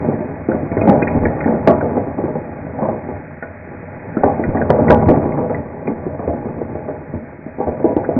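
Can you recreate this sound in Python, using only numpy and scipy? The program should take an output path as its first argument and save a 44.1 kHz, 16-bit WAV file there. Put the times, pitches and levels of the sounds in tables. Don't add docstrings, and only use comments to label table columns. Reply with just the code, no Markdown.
import sys
import numpy as np
from scipy import signal
from scipy.fft import rfft, irfft
from scipy.io import wavfile

SR = 44100
rng = np.random.default_rng(int(sys.argv[2]) if len(sys.argv) > 2 else 0)


def int16_out(signal):
    q = np.round(np.clip(np.atleast_2d(signal).T, -1, 1) * 32767)
    wavfile.write(sys.argv[1], SR, q.astype(np.int16))


N = 361179
RING_SAMPLES = 2 ** 15
FREQS_HZ = np.fft.rfftfreq(RING_SAMPLES, 1 / SR)


def gain_of(db):
    return 10 ** (np.asarray(db) / 20)


def unit_rms(x):
    return x / np.sqrt(np.mean(x ** 2) + 1e-20)


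def envelope(curve):
    return gain_of(np.interp(np.arange(N) / SR, *np.transpose(curve)))


def add(mix, start_s, sound):
    part = mix[max(round(start_s * SR), 0):][:len(sound)]
    part += sound[:len(part)]


def coloured(x, spectrum):
    hz, db = np.transpose(spectrum)
    curve_db = np.interp(np.log(FREQS_HZ + 1), np.log(hz + 1), db)
    taps = np.fft.fftshift(irfft(gain_of(curve_db)))
    return signal.fftconvolve(x, taps)[len(taps) // 2:][:len(x)]


def mode_responses(modes):
    rows = []
    for hz, width_hz, db in modes:
        damping = 1j * FREQS_HZ * width_hz
        resonance = damping / (hz ** 2 - FREQS_HZ ** 2 + damping)
        rows.append(gain_of(db) * resonance / (1 + 1j * FREQS_HZ / hz) ** 2)
    return np.array(rows)


def contact_band(hz, octaves, floor_db):
    return np.exp(-.5 * (np.log2((FREQS_HZ + 1) / hz) / octaves) ** 2) + gain_of(floor_db)


def random_spot(body):
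    weights = rng.choice([-1, 1], len(body)) * rng.uniform(.5, 1.5, len(body))
    return weights @ body


def ringing(drive, body, band):
    fade = (1 - np.linspace(0, 1, len(drive)) ** 2) ** 2
    return irfft(rfft(drive) * random_spot(body) * band) * fade


def ticks(per_s, spread_db, samples):
    sizes = gain_of(spread_db * np.minimum(rng.exponential(1, samples), 4))
    return sizes * rng.choice([-1, 1], samples) * (rng.random(samples) < per_s / SR)


def blow(t, hz, rise_cycles):
    age = t * hz / rise_cycles
    return age * np.exp(1 - age) * np.sin(2 * np.pi * hz * t + rng.uniform(0, 2 * np.pi))


# frequency in Hz, width in Hz, level in dB.
PAN_MODES = [(91.5, 23, -9), (106, 6.5, -7.5), (153.7, 29, 0.5), (169, 40, -5), (225.2, 22, 5),
             (245.4, 29, 1), (282, 21, 1), (351.7, 11, -0.5), (418.3, 18, 0.5), (487.1, 20, 0.5),
             (539, 33, -2), (601, 14, 0), (621.1, 21, 0.5), (678.8, 13, -2), (736, 39, -9),
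             (810.7, 40, -7.5), (823, 44, -4.5), (872.4, 13, -4.5), (968.6, 8.4, -6.5), (979, 39, -17),
             (1134, 38, -14), (1171, 88, -20.5), (1480, 120, -22), (1830, 820, -29)]
# time in seconds, level in dB.
HEAP_MOTION = [(0.0, -22), (0.46, -30), (0.86, -18.5), (1.8, -22), (2.62, -29), (2.94, -27), (3.44, -37.5),
               (4.04, -30), (4.33, -26.5), (4.97, -13.5), (5.36, -18), (5.66, -28), (6.61, -27),
               (7.46, -37.5), (7.82, -29), (8.19, -25)]


def rattle(spots=6):
    pan = mode_responses(PAN_MODES)
    bumps = np.zeros(N)
    for _ in range(spots):
        impacts = ticks(per_s=60, spread_db=1.84, samples=N)
        bumps += signal.oaconvolve(impacts, irfft(random_spot(pan)))[:N]
    return envelope(HEAP_MOTION) * unit_rms(bumps)


# frequency in Hz, level in dB.
RUMBLE_SPECTRUM = [(5, -18.5), (12, -9), (22, -15), (55, -15.5), (66, -18), (80, 4.5), (110, 1),
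                   (128, -12.5), (145, -4), (180, -10.5), (235, -4.5), (330, -13), (1200, -45)]
# start in seconds, relative peak in dB.
LANDING_THUDS = [(0.542, -27), (0.773, -14), (1.148, -15), (1.222, -12), (3.117, -25.5), (4.209, -17.5),
                 (4.47, -14.5), (4.889, -14), (5.064, -9.5), (6.271, -26.5), (7.128, -20.5), (7.66, -24)]


def flames_and_thuds(flame_db=-16, fanning_power=0.71, thud_db=-5, swell_s=0.02):
    puffs = ticks(per_s=900, spread_db=2.5, samples=N)
    level = gain_of(flame_db) * envelope(HEAP_MOTION) ** fanning_power
    age = np.arange(SR) / SR / swell_s
    for start_s, db in LANDING_THUDS:
        add(level, start_s, gain_of(db + thud_db) * age * np.exp(1 - age))
    return level * unit_rms(coloured(puffs, RUMBLE_SPECTRUM))


# time in seconds, relative level in dB.
SIZZLE_LEVELS = [(0.0, -40), (1.66, -41), (2.03, -42.5), (4.45, -40), (4.79, -47), (5.98, -45), (8.19, -44)]
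# frequency in Hz, level in dB.
SIZZLE_SPECTRUM = [(200, -14), (900, -3.5), (1040, -9.5), (1160, -1.5), (1280, -2.5), (1480, 3),
                   (1950, 3.5), (2060, -0.5), (2200, 2.5), (2320, -5), (2460, -3), (2700, -13)]


def sizzle(level_db=1):
    pops = ticks(per_s=5000, spread_db=1.0, samples=N)
    return gain_of(level_db) * envelope(SIZZLE_LEVELS) * unit_rms(coloured(pops, SIZZLE_SPECTRUM))


# start in seconds, relative blow level in dB, pitch in Hz, clatter in dB.
LANDINGS = [(0.0462, -7, 336, -25), (0.0859, 1, 260, -18.5), (0.2042, -13, 320, -22.5),
            (0.488, -3.5, 425, -15.5), (0.546, -13, 297, -22), (0.6315, -5, 305, -42.5),
            (0.7156, -6.5, 294, -29), (0.7695, 3, 380, -20), (0.816, -7, 332, -14.5),
            (0.8759, -2, 486, -12), (0.887, 3.5, 304, -9), (0.930, -6, 478, -15), (1.0254, 0.5, 294, -23.5),
            (1.156, -5.5, 200, -19), (1.2554, -3.5, 420, -23.5), (1.459, -2.5, 260, -17),
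            (1.4796, -6, 309, -16), (1.5383, 0, 317, -24.5), (1.675, 2.5, 480, -6.5),
            (1.8273, -13, 443, -17.5), (1.919, -4, 277, -28), (1.969, -2, 360, -16.5),
            (2.1856, -6.5, 302, -22), (2.2398, -1, 320, -27), (2.2832, -8.5, 340, -25),
            (2.3557, -5.5, 430, -26.5), (2.789, -7.5, 608, -24), (2.821, -7, 580, -17),
            (2.855, -15.5, 634, -24), (2.8882, -4.5, 590, -22.5), (3.0881, -22, 328, -25.5),
            (3.426, -10, 533, -31), (4.1696, 1, 265, -21.5), (4.235, -1.5, 507, -13), (4.2641, 3, 438, -22),
            (4.3947, -13.5, 300, -19.5), (4.4801, -3, 195, -26), (4.549, -3, 400, -18.5),
            (4.6132, 0, 505, -27.5), (4.7039, 10, 499, -13), (4.7872, -3.5, 411, -17),
            (4.809, -4.5, 305, -20.5), (4.901, 8.5, 457, -8), (5.088, 5.5, 287, -8.5),
            (5.1182, 2.5, 268, -21), (5.257, -11.5, 310, -23), (5.3896, -13, 317, -19.5),
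            (5.4986, -11, 462, -19.5), (5.879, 0.5, 354, -19.5), (6.0662, -3, 370, -32.5),
            (6.1942, -6, 548, -25.5), (6.278, 0.5, 415, -19), (6.4569, -9.5, 311, -25.5),
            (6.6163, -4, 416, -33), (6.7539, -11.5, 385, -26.5), (6.883, -24, 386, -23.5),
            (7.1391, -19, 208, -25), (7.4639, -11, 260, -34), (7.5851, -10, 370, -28.5),
            (7.6032, -5.5, 490, -19.5), (7.6719, -21, 407, -18.5), (7.801, -8, 390, -25),
            (7.8441, 4, 354, -14), (7.9662, 4, 330, -19.5), (8.0903, -2.5, 430, -18.5),
            (8.165, 2.5, 235, -18)]


def knocks(blow_db=-5, rise_cycles=0.51, rebound_s=0.008, rebound_db=-6,
           settle_s=0.053, linger_db=-13, linger_s=0.11,
           crash_db=-7.5, crash_gap_s=0.008, crash_step_db=-1.5):
    out, t = np.zeros(N), np.arange(RING_SAMPLES) / SR
    pan = mode_responses(PAN_MODES)
    settling = np.exp(-t / settle_s) + gain_of(linger_db) * np.exp(-t / linger_s)
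    early = (t > .011) & (t < .04)
    lowpass = signal.butter(3, 1100, fs=SR, output="sos")
    for start_s, db, hz, clatter_db in LANDINGS:
        chatter = ticks(per_s=600, spread_db=1.5, samples=len(t)) * settling
        chatter[0] = 4
        clatter = ringing(chatter, pan, contact_band(hz * 1.33, octaves=0.83, floor_db=-4.5))
        clatter *= gain_of(clatter_db) / (clatter[early].std() + 1e-12)
        push = blow(t, hz, rise_cycles)
        delay_s = rebound_s * rng.uniform(.7, 1.5)
        add(push, delay_s, gain_of(rebound_db) * blow(t, hz * rng.uniform(.8, 1.4), rise_cycles))
        crash = gain_of(2 * min(clatter_db - crash_db, 0))
        for k in range(3):
            delay_s = crash_gap_s * (k + rng.uniform(0.56, 1))
            add(push, delay_s, crash * gain_of(k * crash_step_db) * blow(t, hz, rise_cycles))
        thump = gain_of(db + blow_db) * signal.sosfilt(lowpass, push)
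        add(out, start_s - .001, thump + clatter)
    return out


def stray_shells(per_s=7, over_heap_db=5.5, spread_db=2, middle_hz=310, octaves=0.34):
    out, t = np.zeros(N), np.arange(2 ** 11) / SR
    heap = envelope(HEAP_MOTION)
    for when, size, pitch in rng.random((round(per_s * N / SR), 3)):
        start = int(when * N)
        strength = heap[start] * gain_of(over_heap_db + spread_db * size)
        hz = middle_hz * 2 ** (octaves * (2 * pitch - 1))
        add(out, start / SR, strength * blow(t, hz, rise_cycles=0.56))
    return out


# frequency in Hz, width in Hz, level in dB.
SHELL_MODES = [(1320, 70, 2), (1463, 41, 10.5), (1630, 48, -2.5), (1880, 150, 5.5), (1900, 150, -2.5),
               (2150, 42, 2), (2417, 49, -4.5)]
# start in seconds, relative level in dB, pitch in Hz.
SHELL_HITS = [(0.5164, -17, 1483), (.718, -25, 2240), (.7716, -17.5, 1535), (0.8133, -19, 2457),
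              (1.021, -14.5, 1480), (1.026, -14, 2467), (1.0727, -15.5, 1800), (1.078, -16.5, 2395),
              (1.255, -10.5, 1695), (1.4067, -15.5, 2093), (1.444, -17, 1806), (1.4726, -21, 1503),
              (1.675, -15.5, 1640), (1.8108, -17.5, 1540), (3.4258, -18.5, 1806), (4.1698, -21, 1320),
              (4.2375, -20.5, 1514), (4.4376, -15.5, 1950), (4.571, -19.5, 1690), (4.615, -14, 1620),
              (4.704, -19.5, 1696), (4.8825, -12.5, 1950), (4.904, -6, 1630), (5.091, -17.5, 1395),
              (5.3215, -27, 2140), (5.547, -18, 1960), (5.873, -24, 2370), (8.046, -21.5, 1610)]


def clinks(level_db=-1.5, bounce_s=0.0036, linger_db=-22, linger_s=0.096, note_db=-7, note_s=0.0064):
    out, t = np.zeros(N), np.arange(RING_SAMPLES) / SR
    shell = mode_responses(SHELL_MODES)
    contact = np.exp(-t / bounce_s) + gain_of(linger_db) * np.exp(-t / linger_s)
    note_shape = np.exp(-t / note_s) * (1 - np.exp(-t / bounce_s))
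    for start_s, db, hz in SHELL_HITS:
        burst = rng.standard_normal(len(t)) * contact
        ring = ringing(burst, shell, contact_band(hz, octaves=0.21, floor_db=-9.5))
        note = gain_of(note_db) * note_shape / note_shape.max() * np.sin(2 * np.pi * hz * t)
        add(out, start_s - .001, gain_of(db + level_db) * (ring / abs(ring).max() + note))
    return out


def scene(low_cut_hz=68):
    highpass = signal.butter(5, low_cut_hz, "high", fs=SR, output="sos")
    pan = signal.sosfilt(highpass, knocks() + stray_shells() + rattle())
    return (pan + clinks() + flames_and_thuds() + sizzle())[None]


# frequency in Hz, gain in dB.
SLOW_MOTION_EQ = [(0, 4.5), (2480, -1.5), (2600, -9), (2720, -21.5), (2850, -22.5), (3200, -46),
                  (4000, -63), (5000, -94.5)]
# frequency in Hz, gain in dB.
OVERLOAD_EQ = [(0, 0), (4200, 0), (5800, -2.5), (6600, -9.5), (15000, -11.5)]
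# frequency in Hz, level in dB.
HISS_SPECTRUM = [(0, -8.5), (4000, 0), (5800, -2.5), (7000, -19.5), (15000, -19.5)]


def record(dry, hiss_db=-90, knee_order=48, cutoff_hz=15800):
    slowed = coloured(dry[0], SLOW_MOTION_EQ)
    flattened = slowed / (1 + abs(slowed) ** knee_order) ** (1 / knee_order)
    hiss = gain_of(hiss_db) * unit_rms(coloured(rng.standard_normal(N), HISS_SPECTRUM))
    mix = coloured(flattened, OVERLOAD_EQ) + hiss
    lowpass = signal.firwin(511, cutoff_hz, window=("kaiser", 9), fs=SR)
    return signal.oaconvolve(mix, lowpass, "same")[None]


dry = scene()
out = record(dry)
int16_out(out)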